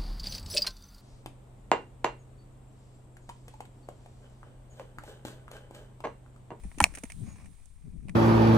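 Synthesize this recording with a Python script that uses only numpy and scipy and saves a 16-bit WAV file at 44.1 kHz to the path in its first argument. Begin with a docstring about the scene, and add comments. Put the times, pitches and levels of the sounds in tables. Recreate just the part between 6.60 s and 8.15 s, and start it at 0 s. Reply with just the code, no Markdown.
"""Two rams clashing on a stony pasture

Skulls meet in a hollow knock of damped modes, bodies thump, then horn cracks sharply on horn.
Hooves stamp and click on stones amid the friction of the scuffle; the ground scatters a faint tail.
Light wind buffets the microphone over a thin hiss, and a far bird whistles once."""
import sys
import numpy as np
from scipy import signal
from scipy.fft import rfft, irfft, next_fast_len
from scipy.io import wavfile
from scipy.ndimage import map_coordinates

SR = 44100
rng = np.random.default_rng(int(sys.argv[2]) if len(sys.argv) > 2 else 0)


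def pcm_store(signal):
    """Save signal as 16-bit PCM."""
    levels = np.round(np.clip(np.atleast_2d(signal), -1, 1) * 32767)
    wavfile.write(sys.argv[1], SR, levels.astype(np.int16).T)


N = 68355


def amp(db):
    """Amplitude ratio of a level in decibels."""
    return 10 ** (np.asarray(db) / 20)


def unit(x):
    """Normalisation to unit rms."""
    return x / np.sqrt(np.mean(x ** 2) + 1e-20)


def along(points, hz):
    """Interpolation of (f/Hz, value) points on a logarithmic frequency axis."""
    f, values = np.transpose(points)
    return np.interp(np.log(hz + 1), np.log(f + 1), values)


def envelope(points):
    """Amplitude envelope through (t/s, level/dB) points."""
    return amp(np.interp(np.arange(N) / SR, *np.transpose(points)))


def wobble(rate):
    """Random modulation: a spline through `rate` Gaussian values a second."""
    return map_coordinates(rng.standard_normal(size=4000), [np.arange(N) * rate / SR], mode="wrap")


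def filtered(x, response):
    """Linear filtering: the spectrum is multiplied by a frequency response."""
    size = next_fast_len(N + SR // 2)
    return irfft(rfft(x, size) * response(np.fft.rfftfreq(size, 1 / SR)), size)[..., :N]


def coloured(x, points, size=2048):
    """Minimum-phase filtering through (f/Hz, level/dB) points, by folding the cepstrum."""
    cepstrum = irfft(np.log(amp(along(points, np.fft.rfftfreq(size, 1 / SR)))))
    fold = np.r_[1, np.full(size // 2 - 1, 2), 1, np.zeros(size // 2 - 1)]
    impulse_response = irfft(np.exp(rfft(cepstrum * fold)))
    return signal.fftconvolve(x, impulse_response)[:N]


# Likeness of the two channels: f/Hz, coherence
COHERENCE = [(100, .9), (500, 0.79), (2500, 0.28), (5000, .5), (9000, 0.1)]
def noise(spectrum, coherence=COHERENCE):
    """Partially coherent stereo noise of unit rms, mixed from independent mid and side signals."""
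    def response(hz):
        angle = np.arccos(np.clip(along(coherence, hz), -1, 1)) / 2
        return amp(along(spectrum, hz)) * [np.cos(angle), np.sin(angle)]
    mid, side = filtered(rng.standard_normal((2, N)), response)
    return unit(np.array([mid + side, mid - side]))


def pan(db):
    """Interchannel level difference; positive favours the left."""
    return amp(np.array([[db], [-db]]) / 2)


def placed(x, lead_s, max_lead_rad=1.4):
    """Path difference: sound reaches the left port first; the housing limits the treble phase lead."""
    lead = lambda hz: np.minimum(2 * np.pi * hz * lead_s, max_lead_rad)
    return filtered(x, lambda hz: np.exp(.5j * lead(hz) * np.array([[1], [-1]])))


def since(onset):
    """Seconds elapsed since the onset, zero before it."""
    return np.maximum(np.arange(N) / SR - onset, 0)


def strike(onset, attack_s, t60):
    """Impact envelope: a smooth rise, and exponential decay by 60 dB in t60 seconds."""
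    t = since(onset)
    return (1 - np.exp(-(t / attack_s) ** 2)) * np.exp(-np.log(1000) * t / t60)


def ring(onset, modes, attack_s, sag=0, sag_s=1):
    """Free vibration of damped modes, each settling from (1 + sag) times its frequency."""
    t = since(onset)
    clock = t + sag * sag_s * np.tanh(t / sag_s)
    return sum(amp(db) * strike(onset, attack_s, t60) * np.sin(2 * np.pi * hz * clock)
               for hz, db, t60 in modes)


# Envelopes of the wind's three bands: t/s, level/dB
RUMBLE_ENVELOPE = [(0, -55), (.06, -38.5), (.13, -52.5), (.28, -46), (.4, -57.5), (.56, -47), (.8, -51.5),
                   (1.1, -54.5), (1.3, -48), (1.55, -46)]
BUFFET_ENVELOPE = [(0, -65.5), (.15, -63), (.28, -59.5), (.4, -64), (.52, -63.5), (.62, -39), (.72, -50.5),
                   (.82, -56.5), (.91, -53.5), (.96, -80), (1.22, -73), (1.265, -44), (1.31, -55),
                   (1.36, -46), (1.41, -57), (1.455, -42.5), (1.55, -47)]
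HISS_ENVELOPE = [(0, -66.5), (.3, -64.5), (.6, -62), (.8, -67.5), (1.05, -69.5), (1.2, -73.5),
                 (1.55, -74.5)]
# Their relative spectral densities: f/Hz, level/dB
RUMBLE_SPECTRUM = [(12, -4.5), (35, -3), (70, -4.5), (120, -16), (250, -30.5), (600, -51.5), (2000, -97.5)]
BUFFET_SPECTRUM = [(40, -12), (90, 0.5), (170, 6), (240, -6.5), (330, -15), (480, -29), (900, -42.5),
                   (3000, -77)]
HISS_SPECTRUM = [(300, -6.5), (2300, -9), (3500, -4.5), (5000, -10), (7500, -1.5), (9300, 2),
                 (10500, -10.5), (12500, -14.5), (15500, -16)]
def wind(flutter_db=2, flutter_hz=34.86):
    """Turbulence: weakly coherent pressure rumbles and flutters at the ports, over a thin hiss."""
    coherence = [(100, 0.25)]  # the same at all frequencies
    rumble = pan(db=8) * envelope(RUMBLE_ENVELOPE) * noise(RUMBLE_SPECTRUM, coherence)
    gusts = unit(noise(BUFFET_SPECTRUM, coherence) * amp(flutter_db * wobble(flutter_hz)))
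    buffet = pan(db=13) * envelope(BUFFET_ENVELOPE) * gusts
    hiss = envelope(HISS_ENVELOPE) * noise(HISS_SPECTRUM)
    return rumble + buffet + hiss


# Envelope of the rubbing: t/s, level/dB
FRICTION_ENVELOPE = [(0, -64.5), (.14, -65), (.3, -59.5), (.45, -69), (.58, -81), (.68, -54), (.73, -61.5),
                     (.79, -57.5), (.89, -68.5), (1.1, -73.5), (1.3, -71.5), (1.55, -70.5)]
# Its relative spectral density: f/Hz, level/dB
FRICTION_SPECTRUM = [(150, 8.5), (400, -1), (1100, -1.5), (1500, -9), (2400, 1.5), (3300, -20.5),
                     (6000, -9.5), (12000, -45.5)]
def scuffle(grain_db=3, grain_hz=150):
    """Friction noise: fleece and feet rub unevenly as the rams push."""
    rubbing = unit(noise(FRICTION_SPECTRUM) * amp(grain_db * wobble(grain_hz)))
    return envelope(FRICTION_ENVELOPE) * rubbing


# Hooves and horn tips on the ground: t/s, turf level/dB, click level/dB, grit level/dB, T60/s, pan/dB
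FOOTFALLS = [(0.035, -59, -62, -61, 0.13, -2), (0.115, -51.5, -51, -68.5, 0.02125, 5),
             (0.184, -50, -37.5, -35.5, 0.022, 8.5), (0.2244, -44.5, -44.5, -35.5, .07, 17),
             (0.254, -38.5, -39.5, -51.5, .03, -2), (0.263, -39.5, -43.5, -49.5, .03, 0),
             (.3385, -51.5, -49.5, -49, 0.041, 5), (0.35, -65, -42.5, -37.5, 0.044, 0),
             (0.3723, -41, -40, -49.5, 0.037, -1), (0.384, -57, -52, -44.5, 0.039, 0),
             (0.4356, -35.5, -42, -34.5, 0.029, 1), (0.452, -58, -55, -49.5, 0.05, -2),
             (0.4998, -52.5, -40, -45.5, 0.032, -2), (0.5197, -58.5, -40, -38, 0.015, -5),
             (.857, -63, -54.5, -57, 0.046, -1), (1.0567, -69, -87, -54.5, .018, -13),
             (1.4832, -45.5, -47, -58, 0.03, -2.5), (1.4941, -47.5, -40, -48.5, 0.023, -0.5)]
# Relative spectra of a hoof on turf, stone and grit: f/Hz, level/dB
TURF_SPECTRUM = [(150, -11.5), (330, -7), (700, 6), (1200, -8.5), (2000, -14), (5000, -36.5)]
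STONE_SPECTRUM = [(500, -27.5), (1200, -20), (1800, 3.5), (2450, 7), (3300, -10.5), (5000, -14),
                  (12000, -32.5)]
GRIT_SPECTRUM = [(800, -13.5), (2500, -10), (4600, -16.5), (6300, 2), (7500, -5.5), (9200, 5.5),
                 (11000, -13.5), (15000, -20.5)]
def hooves(grain_db=3, grain_hz=1100, attack_s=.0006):
    """Impact noise: each step excites a dull pat on turf, a click on stone and a crunch of grit."""
    turf, click = noise(TURF_SPECTRUM), noise(STONE_SPECTRUM)
    grit = unit(noise(GRIT_SPECTRUM) * amp(grain_db * wobble(grain_hz)))
    out = np.zeros((2, N))
    for onset, turf_db, click_db, grit_db, t60, pan_db in FOOTFALLS:
        contact = amp(turf_db) * turf + amp(click_db) * click + amp(grit_db) * grit
        out += pan(pan_db) * strike(onset, attack_s, t60) * contact
    return out


# Colour of the scattered sound: f/Hz, level/dB
SCATTER_RESPONSE = [(100, -12.5), (400, -3.5), (900, 1), (2500, -8), (4500, -1.5), (9000, 1), (15000, 2)]
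def ground_scatter(x):
    """Diffuse reflection: stones and slope return a short scatter and a faint, longer tail."""
    near = strike(0, attack_s=0.003, t60=.1)
    far = strike(0, attack_s=0.017, t60=0.29)
    decay = amp(-20.5) * near / np.linalg.norm(near) + amp(-42) * far / np.linalg.norm(far)
    tail = np.array([coloured(decay * rng.standard_normal(N), SCATTER_RESPONSE) for _ in range(2)])
    return signal.fftconvolve(x, tail, axes=1)[:, :N]


# Bodies colliding and hooves landing on turf: t/s, level/dB, f/Hz, T60/s
SOFT_BLOWS = [(0.05, -33.5, 188.7, 0.076), (0.051, -33.5, 45.36, 0.059), (0.1768, -30, 268.5, 0.027),
              (0.2088, -25, 284.2, 0.081), (.2195, -19.5, 71.3, 0.08), (0.216, -29.5, 194, 0.13),
              (0.2, -29.5, 320, 0.029), (0.322, -45.5, 285, 0.044), (0.23, -37, 254, .035),
              (.375, -36.5, 270, 0.021), (0.4392, -24.5, 235, 0.027), (0.4342, -23, 513, 0.0082)]
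def thuds():
    """Damped oscillation: each soft blow excites one low mode that dies away quickly."""
    return sum(ring(onset, [(hz, db, t60)], attack_s=.0015) for onset, db, hz, t60 in SOFT_BLOWS)


# Relative spectrum of a hard contact: f/Hz, level/dB
CRACK_SPECTRUM = [(200, -21.5), (700, -0.5), (2400, 0.5), (3700, -9), (4800, -11.5), (6000, -5), (9000, -1),
                  (11000, -17.5), (15000, -20.5)]
def crack(onset):
    """Broadband radiation: a brief, hard contact gives a burst of noise."""
    return strike(onset, attack_s=.0005, t60=0.015) * noise(CRACK_SPECTRUM)


# One head blow and two light rebounds: t/s, knock level/dB, crack level/dB
HEAD_CONTACTS = [(0.2026, -4.5, -14.5), (0.2106, -30, -32), (0.2133, -28.5, -24.5)]
# Skull resonances: f/Hz, relative level/dB, T60/s
SKULL_MODES = [(539.4, -18.5, 0.026), (810, -5, 0.039), (972.8, -14, .035), (1329, -12, 0.031),
               (1736, -13.5, .025), (2270, -18, 0.045)]
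def skulls():
    """Modal vibration: the knock starts high on the hard first touch and sinks as the contact spreads."""
    out = np.zeros((2, N))
    for onset, knock_db, crack_db in HEAD_CONTACTS:
        knock = ring(onset, SKULL_MODES, attack_s=.0012, sag=0.71, sag_s=0.0024)
        out += amp(knock_db) * knock + amp(crack_db) * crack(onset)
    return out


# Horn striking horn: t/s, snap level/dB, ring level/dB, crack level/dB
HORN_CONTACTS = [(.2402, -1.8, -17, -13)]
# Heavily damped modes of the snap: f/Hz, relative level/dB
SNAP_MODES = [(2430, 0), (3250, -25), (4280, -17), (5000, -26), (5720, -15), (7180, -20), (8300, -18),
              (9580, -20), (12100, -28)]
# Horn resonances: f/Hz, relative level/dB, T60/s
HORN_MODES = [(690, -2, .022), (980, -7, .024), (1210, -6, .02), (1400, -5, .015), (1800, -2, .018),
              (2250, -4, .024)]
def horns(snap_peak_s=.001):
    """Contact damping: horn slaps on horn and chokes its own snap, leaving a weak ring."""
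    out = np.zeros((2, N))
    for onset, snap_db, ring_db, crack_db in HORN_CONTACTS:
        t = since(onset)
        pulse = (t / snap_peak_s * np.exp(1 - t / snap_peak_s)) ** 2
        snap = pulse * sum(amp(db) * np.sin(2 * np.pi * hz * t) for hz, db in SNAP_MODES)
        ringing = amp(ring_db) * ring(onset, HORN_MODES, attack_s=.0013)
        out += amp(snap_db) * snap + pan(db=5.5) * (ringing + amp(crack_db) * crack(onset))
    return out


def bird(onset=0.628, length_s=0.16, peak_hz=6750, arch_hz=645, blur_hz=520, level_db=-63):
    """Frequency modulation: one thin whistle arches up and down, blurred by distance."""
    progress = np.clip(since(onset) / length_s, 0, 1)
    pitch_hz = peak_hz - arch_hz * (2 * progress - 1) ** 2
    phase = 2 * np.pi * np.cumsum(pitch_hz) / SR
    blurred_tone = wobble(blur_hz) * np.sin(phase) + wobble(blur_hz) * np.cos(phase)
    return amp(level_db) * np.sin(np.pi * progress) * blurred_tone


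def scene():
    """Superposition: the rams, slightly left of centre, their reflections, the wind and the bird."""
    bodies = placed(skulls() + thuds() + hooves(), lead_s=.000045)
    rams = bodies + placed(horns(), lead_s=.0001)
    return rams + ground_scatter(rams) + scuffle() + wind() + bird()


# Frequency responses of the two microphone ports: f/Hz, level/dB
LEFT_RESPONSE = [(500, 0.5), (1500, 3), (2400, -0.5), (4500, 0), (7200, -2), (8700, -10), (10500, 1.5),
                 (14000, -1.5)]
RIGHT_RESPONSE = [(500, 1), (1500, 1.5), (2400, 0), (4500, 1.5), (7200, 0), (8700, 8), (10500, 3.5),
                  (14000, 0)]
def record(dry, ceiling=.97, cutoff_hz=16300):
    """Transduction: each port colours the sound, saturation rounds the peaks, a low-pass ends the band."""
    ports = np.array([coloured(dry[0], LEFT_RESPONSE), coloured(dry[1], RIGHT_RESPONSE)])
    rounded = ports / (1 + np.abs(ports / ceiling) ** 8) ** (1 / 8)
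    return filtered(rounded, lambda hz: 1 / (1 + (hz / cutoff_hz) ** 120))


dry = scene()
out = record(dry)
pcm_store(out)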